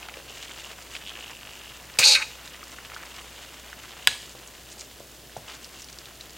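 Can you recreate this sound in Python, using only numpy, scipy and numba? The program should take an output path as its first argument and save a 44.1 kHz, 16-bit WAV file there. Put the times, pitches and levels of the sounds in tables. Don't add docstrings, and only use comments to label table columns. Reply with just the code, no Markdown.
import sys
import numpy as np
from scipy import signal
from scipy.fft import rfft, irfft
from scipy.io import wavfile
from numba import njit

SR = 44100
rng = np.random.default_rng(int(sys.argv[2]) if len(sys.argv) > 2 else 0)


def dump_mix(stems):
    frames = np.atleast_2d(stems).T
    limited = np.clip(frames, -1, 1)
    pcm = np.round(limited * 32767).astype(np.int16)
    wavfile.write(sys.argv[1], SR, pcm)


N = 280917
TIME = np.arange(N) / SR
GRID = np.fft.rfftfreq(16384, 1 / SR)


def undb(db):
    return 10 ** (np.asarray(db) / 20)


def unit(x):
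    return x / np.sqrt(np.mean(x ** 2))


def curves(rows):
    s, *columns = np.transpose(rows)
    return [np.interp(TIME, s, column) for column in columns]


def colour(points, hz=GRID):
    point_hz, db = np.transpose(points)
    return undb(np.interp(np.log(hz + 1), np.log(point_hz), db))


def shape(x, gain):
    cepstrum = irfft(np.log(gain + 1e-9))
    half = len(cepstrum) // 2
    cepstrum[1:half] *= 2
    cepstrum[half + 1:] = 0
    impulse = irfft(np.exp(rfft(cepstrum)))[:half]
    return signal.fftconvolve(x, impulse)[:len(x)]


@njit
def bandpass(x, hz, q):
    y, band, low = np.empty(len(x)), 0., 0.
    for i in range(len(x)):
        g = np.tan(np.pi * min(hz[i] / SR, .45))
        v = (band + g * (x[i] + 1e-18 - low)) / (1 + g * (g + 1 / q))
        band = 2 * v - band
        low = low + 2 * g * v
        y[i] = v / q
    return y


def walk(rate):
    return 1.28 * np.interp(TIME * rate, np.arange(N), rng.standard_normal(N))


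def fade(t, t60):
    return np.exp(-np.log(1000) * t / t60)


def swell(s, length):
    return np.cos(np.pi * np.clip((TIME - s) / length, -.5, .5)) ** 2


def add(out, s, sound):
    i = max(int(s * SR), 0)
    out[i:i + len(sound)] += sound[:max(N - i, 0)]


def splash(hz):
    centre = np.full(SR // 8, float(hz))
    noise = rng.standard_normal(SR // 8)
    return unit(bandpass(bandpass(noise, centre, 1.), centre, 1.))


def blip(hz, cycles, grit):
    turns = hz * TIME[:SR // 8]
    envelope = (turns / cycles * np.exp(1 - turns / cycles)) ** 2
    tone = np.sin(2 * np.pi * turns)
    return envelope * (tone + grit * splash(hz)) / (1 + grit)


def smack(hz, cycles, grit, smear_db, t60):
    smear = splash(hz) * fade(TIME[:SR // 8], t60)
    return blip(hz, cycles, grit) + undb(smear_db) * smear


def crackle(points, rate, spread_db, q):
    out = np.zeros(N)
    for hz in np.geomspace(points[0][0], points[-1][0], num=12):
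        size = undb(spread_db * np.minimum(rng.standard_exponential(N), 5))
        bursts = (rng.random(N) < rate / SR) * size * rng.choice([-1, 1], N)
        out += unit(bandpass(bursts, np.full(N, hz), float(q))) * np.sqrt(hz)
    return unit(shape(out, colour(points)))


# pitch_hz [Hz], level_db [dB]
AIR_COLOUR = [(20, -8), (45, -1), (85, -2), (105, 1), (128, 5.5), (155, -0.5), (200, 0), (350, 1.5),
              (480, -1.5), (640, -0.5), (850, -7), (1500, -13), (4000, -13.5), (16000, -14)]
# pitch_hz [Hz], level_db [dB]
AIR_SIDE_COLOUR = [(30, -2), (130, 0), (500, -2), (1000, -4), (1900, -11), (2800, -14), (5000, -6.5),
                   (8000, -5), (15500, -5.5)]
AIR_DB, AIR_SIDE_DB = -50.5, -57.5
HUM_HZ, HUM_DB = 60.2, -57


def background():
    phase = 2 * np.pi * HUM_HZ * TIME + 0.11 * walk(6.1)
    hum = np.sqrt(2) * np.sin(phase) * undb(HUM_DB + 1.0 * walk(4.32))
    mid = unit(shape(rng.standard_normal(N), colour(AIR_COLOUR))) * undb(AIR_DB)
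    side = unit(shape(rng.standard_normal(N), colour(AIR_SIDE_COLOUR))) * undb(AIR_SIDE_DB)
    return hum + mid + np.outer([1, -1], side)


# time_s [s], stirring_db [dB]
STIRRING_CURVE = [(0, 0), (1.25, 0.5), (1.85, -0.5), (2.45, 1.5), (3.6, -1), (4.1, 0.5), (4.6, -5),
                  (5.24, -11.5), (5.42, -3.5), (6.36, -5)]
# middle_s [s], length_s [s], squelch_db [dB], rub_db on the pan floor [dB], sizzle_db [dB]
SPOON_PUSHES = [(0.053, 0.33, -59, -50, -67), (0.36, 0.25, -69, -50, -53.5), (0.574, 0.48, -53, -47.5, -53),
                (0.95, 0.088, -49, -46, -46), (1.164, 0.43, -56, -46, -58), (1.675, 0.22, -66, -47.5, -66),
                (2.984, 0.31, -49, -66, -71), (3.17, 0.28, -51.5, -53, -55), (3.41, 0.31, -62, -49.5, -54),
                (4.24, 0.22, -65, -48, -52.5), (5.524, 0.13, -49, -45, -50), (5.7, 0.19, -66, -60, -56.5)]
# middle_s [s], level_db [dB]
STEAM_FLASHES = [(4.725, -46), (4.803, -45.5), (5.81, -48), (6.215, -55)]
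FLASH_S = 0.062
SQUELCH_DB, RUB_DB, SIZZLE_DB = -53, -53, -55.5
RUB_SLOPE, SIZZLE_SLOPE = 0.98, 0.4


def handling():
    stirring, = curves(STIRRING_CURVE)
    steady_db = [
        SQUELCH_DB + stirring,
        RUB_DB + RUB_SLOPE * stirring,
        SIZZLE_DB + SIZZLE_SLOPE * stirring,
    ]
    power = undb(steady_db) ** 2
    for s, length, *db in SPOON_PUSHES:
        power += np.outer(undb(db) ** 2, swell(s, length))
    for s, db in STEAM_FLASHES:
        power[2] += undb(db) ** 2 * swell(s, FLASH_S)
    return 10 * np.log10(power)


# pitch_hz [Hz], level_db [dB]
SIMMER_COLOUR = [(600, -11.5), (1000, -6.5), (1800, -0.5), (2300, -5), (2900, 2), (4000, -2), (5500, -5),
                 (7000, -8), (10000, -11.5), (15000, -12)]
SQUELCH_COLOUR = [(250, -16.5), (500, -3.5), (750, -2), (1050, 0), (1700, -0.5), (2300, -1.5), (3500, -7.5),
                  (6000, -22)]
RUB_COLOUR = [(1800, -19), (2400, -15), (2800, 1), (3200, -4), (3700, -6.5), (5000, -31)]
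SIZZLE_COLOUR = [(1200, -20), (2300, -2.5), (3500, -4.5), (4500, 1), (5800, -1.5), (6900, 1), (8300, -3.5),
                 (10000, -15), (15000, -42)]


def frying():
    stir_db, rub_db, sizzle_db = handling()
    spurts = walk(110)
    squelch_db = stir_db + 2 + 2.36 * walk(70) + 0.69 * spurts
    simmer = crackle(SIMMER_COLOUR, rate=900, spread_db=4, q=0.84) * undb(-53.5)
    squelch = crackle(SQUELCH_COLOUR, rate=350, spread_db=4.0, q=1.33) * undb(squelch_db)
    rub = crackle(RUB_COLOUR, rate=300, spread_db=5.5, q=2.6) * undb(rub_db - 2.5 + 2.8 * spurts)
    sizzle = crackle(SIZZLE_COLOUR, rate=350, spread_db=4.0, q=1.1) * undb(sizzle_db + 1.5 + 2.3 * spurts)
    return simmer + squelch + rub + sizzle


SMALL_POPS_PER_S, SMALL_POP_DB = 8, -33
SMALL_POP_LOW_HZ, SMALL_POP_HIGH_HZ = 1700, 6700


def small_pops():
    stirring, = curves(STIRRING_CURVE)
    when, size, pitch = rng.random((int(SMALL_POPS_PER_S * N / SR), 3)).T
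    stir_db = SIZZLE_SLOPE * stirring[(when * N).astype(int)]
    db = SMALL_POP_DB + 6 * (size - .5) + stir_db
    hz = SMALL_POP_LOW_HZ * (SMALL_POP_HIGH_HZ / SMALL_POP_LOW_HZ) ** pitch
    return list(zip(when * N / SR, db, hz))


# start_s [s], level_db before the trim [dB], ring_hz [Hz]
LOUD_POPS = [(0.0288, -25, 2700), (0.086, -26.5, 1250), (0.086, -26, 2730), (0.14, -24.5, 2830),
             (0.171, -28, 2930), (0.9515, -18, 2500), (0.9555, -24, 2980), (0.965, -22, 3100),
             (2.477, -26, 3670), (2.629, -27, 1230), (2.638, -25, 4500), (2.7855, -27, 1430),
             (2.849, -26, 2590), (2.9175, -28, 1300), (2.946, -24.5, 4400), (2.963, -28, 1410),
             (3.057, -28, 5200), (3.729, -28.5, 1590), (4.4752, -28, 6650), (5.3692, -26, 5900),
             (5.645, -24.5, 4800), (5.8207, -25, 5900), (5.844, -28, 4760), (5.886, -28.5, 3300),
             (5.928, -26, 5000), (5.987, -26, 5030), (6.0566, -27.5, 3630), (6.2097, -26, 3950)]
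# start_s [s], level_db [dB], ring_hz [Hz]
SOFT_BUMPS = [(0.12, -37.5, 485), (0.17, -36, 504), (0.302, -34.5, 630), (1.508, -37, 587),
              (4.35, -35.5, 614), (4.772, -38, 603), (5.003, -35.5, 585), (5.3653, -27, 640)]
THUD_TIMES = [1.990, 4.072, 5.369]
POP_TRIM_DB = -1.5
THUD_DB, THUD_HZ = -39.5, 126


def pops():
    out = np.zeros(N)
    for s, db, hz in list(LOUD_POPS) + small_pops():
        pop = smack(hz, cycles=1.88, grit=0.58, smear_db=-14.5, t60=0.039)
        add(out, s, undb(db + POP_TRIM_DB) * pop)
    thuds = [(s, THUD_DB, THUD_HZ) for s in THUD_TIMES]
    for s, db, hz in list(SOFT_BUMPS) + thuds:
        bump = smack(hz, cycles=0.9, grit=0.35, smear_db=-9, t60=0.069)
        add(out, s, undb(db) * bump)
    return out


# start_s [s], end_s [s], slip_rate [slips per second], first_level_db before the trim [dB], ring_hz [Hz]
SPOON_DRAGS = [(1.0235, 1.058, 68, -31, 3100), (1.0642, 1.108, 102, -21.5, 3130),
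               (1.1548, 1.375, 56.2, -26, 2800), (1.3905, 1.725, 48.6, -28.5, 2790)]
SLIP_TRIM_DB, SLIP_SCATTER_DB = -1, 1.4
DRAG_EASE_DB_PER_S = 12


def judder():
    out = np.zeros(N)
    for start, end, rate, db, hz in SPOON_DRAGS:
        for s in np.arange(start, end, 1 / rate):
            eased_db = db + SLIP_TRIM_DB - DRAG_EASE_DB_PER_S * (s - start)
            slip_db = eased_db + SLIP_SCATTER_DB * rng.standard_normal()
            add(out, s, undb(slip_db) * blip(hz, cycles=1.44, grit=0.18))
    return out


# time_s [s], force_db before the trim [dB],
# catch_hz, centre pitch of the edge's chatter [Hz]
SCRAPE_PATH = [(1.9875, -15, 3200), (2.001, -26, 2600), (2.03, -17.5, 2560), (2.05, -13.5, 4150),
               (2.09, -16.5, 4450), (2.13, -15.5, 3940), (2.157, -15, 2600), (2.178, -23.5, 1850),
               (2.21, -30, 1500), (2.227, -23.5, 2000), (2.255, -64, 1900)]
# pitch_hz [Hz], width_hz [Hz], level_db [dB]
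WOK_MODES = [(500, 18, -3), (566, 23, 0), (858, 29, 2), (1260, 25, 2), (1410, 39, -2), (1575, 33, 2),
             (2230, 18, 1), (2440, 35, 0), (2540, 31, 3), (2710, 20, -4), (2820, 31, -3.5), (3430, 26, -25),
             (3790, 18, 4), (3860, 16, -2), (3930, 30, 3.5), (4220, 26, 3.5), (4200, 28, -4), (4360, 36, 6),
             (4500, 52, 4), (4695, 18, -11), (4962, 31, 0), (4870, 22, 2.5), (5160, 15, -4), (5950, 38, 1),
             (6100, 36, 3), (6320, 40, -8), (6580, 36, 5), (6800, 35, 4), (7530, 19, -2), (8330, 40, 6)]
# pitch_hz [Hz], level_db [dB]
WOK_BODY_COLOUR = [(100, -31), (250, -26), (500, -13.5), (1000, -10), (1900, -11.5), (2400, -1),
                   (3200, -13), (4300, 0), (5400, -5.5), (6400, -3.5), (8700, -3), (10000, -8),
                   (13000, -15.5), (16000, -37)]
FORCE_TRIM_DB = -0.8
LANDING_DB = -9.5


def wok_gain():
    power = colour(WOK_BODY_COLOUR) ** 2
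    for hz, width, db in WOK_MODES:
        power += undb(db) ** 2 / (1 + (2 * (GRID - hz) / width) ** 2)
    return np.sqrt(power)


def scrape():
    force_db, catch_hz = curves(SCRAPE_PATH)
    since = np.maximum(TIME - SCRAPE_PATH[0][0], 0)
    touching = (since > 0) & (TIME < SCRAPE_PATH[-1][0])
    grip = undb(2.0 * np.tanh(2 * walk(220)))
    snags = (rng.random(N) < 6000 / SR) * rng.choice([-1, 1], N)
    catches = unit(snags) * grip
    chatter = bandpass(bandpass(catches, catch_hz, 0.98), catch_hz, 0.98) * np.sqrt(SR / catch_hz)
    rasp = catches * catch_hz / 4200
    sliding = (chatter + rasp) * touching * undb(force_db + FORCE_TRIM_DB)
    attack = np.minimum(since / 0.00035, 1)
    landing = rng.standard_normal(N) * attack * fade(since, t60=0.13) * undb(LANDING_DB)
    bare_landing = undb(-10.0) * bandpass(landing, np.full(N, 4500.), 0.064)
    return shape(sliding + landing, wok_gain()) + bare_landing


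# pitch_hz [Hz], t60_s [s], level_db [dB]
SPOON_MODES = [(776, 0.033, -5), (1135, 0.021, 0), (1457, 0.041, 0), (1673, 0.042, 4.5), (2090, .025, 1),
               (2660, 0.017, 5), (2960, 0.029, 3.5), (3450, 0.028, -1), (3920, 0.083, -2.5),
               (4880, 0.026, 3), (5130, 0.022, -13), (5300, .03, -10), (6300, 0.029, -8),
               (8650, 0.031, -12), (11400, .015, -5), (14100, .012, -9)]
# pitch_hz [Hz], level_db [dB]
CRACK_COLOUR = [(200, -23), (550, -14), (800, -3), (1600, 1), (3400, 1), (4400, -8.5), (5500, -5.5),
                (7000, -15.5), (9000, -7.5), (10500, -18), (11600, -13), (13000, -17), (16000, -24)]
# pitch_hz [Hz], level_db [dB]
SHIVER_COLOUR = [(500, -9), (1500, -16), (4300, 7), (5400, -7), (6700, 3), (7500, -12), (9000, -5),
                 (9800, -20), (16000, -24)]
CLACK_S, RING_DB, CRACK_DB, SHIVER_DB = 4.0724, -18, -26.5, -32.5


def clack():
    t = TIME[:SR // 4]
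    ring = np.zeros(len(t))
    for k, (hz, t60, db) in enumerate(SPOON_MODES):
        polarity = (-1) ** k
        ring += polarity * undb(db) * fade(t, t60) * np.sin(2 * np.pi * hz * t)
    contact = t / 0.00053 * np.exp(1 - t / 0.00065)
    crack_envelope = contact + undb(-7) * fade(t, t60=0.027)
    crack = shape(rng.standard_normal(len(t)) * crack_envelope, colour(CRACK_COLOUR))
    shiver = unit(shape(rng.standard_normal(len(t)), colour(SHIVER_COLOUR))) * fade(t, t60=0.39)
    out = np.zeros(N)
    add(out, CLACK_S, undb(RING_DB) * ring + undb(CRACK_DB) * unit(crack) + undb(SHIVER_DB) * shiver)
    return out


# pitch_hz [Hz], level_db [dB]
KITCHEN_COLOUR = [(100, 12), (500, 9.5), (1500, -5), (2800, 0), (4200, -2.5), (7000, 4), (10000, 1),
                  (16000, -10)]


def kitchen(x, wet_db, t60, gap_s):
    t = TIME[:SR]
    onset = np.clip(t / gap_s - 1, 0, 1)
    tail = shape(rng.standard_normal(SR) * fade(t, t60) * onset, colour(KITCHEN_COLOUR))
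    tail = tail / np.sqrt(np.sum(tail ** 2))
    return x + undb(wet_db) * signal.fftconvolve(x, tail)[:N]


def scene():
    pan = frying() + pops() + judder() + scrape() + clack()
    return kitchen(pan, wet_db=-14.5, t60=0.49, gap_s=0.0021) + background()


TOP_HZ = 15900


def record(dry):
    low_pass = signal.ellip(10, .1, 70, TOP_HZ, fs=SR, output="sos")
    return signal.sosfilt(low_pass, np.clip(dry, -1, 1))


dry = scene()
out = record(dry)
dump_mix(out)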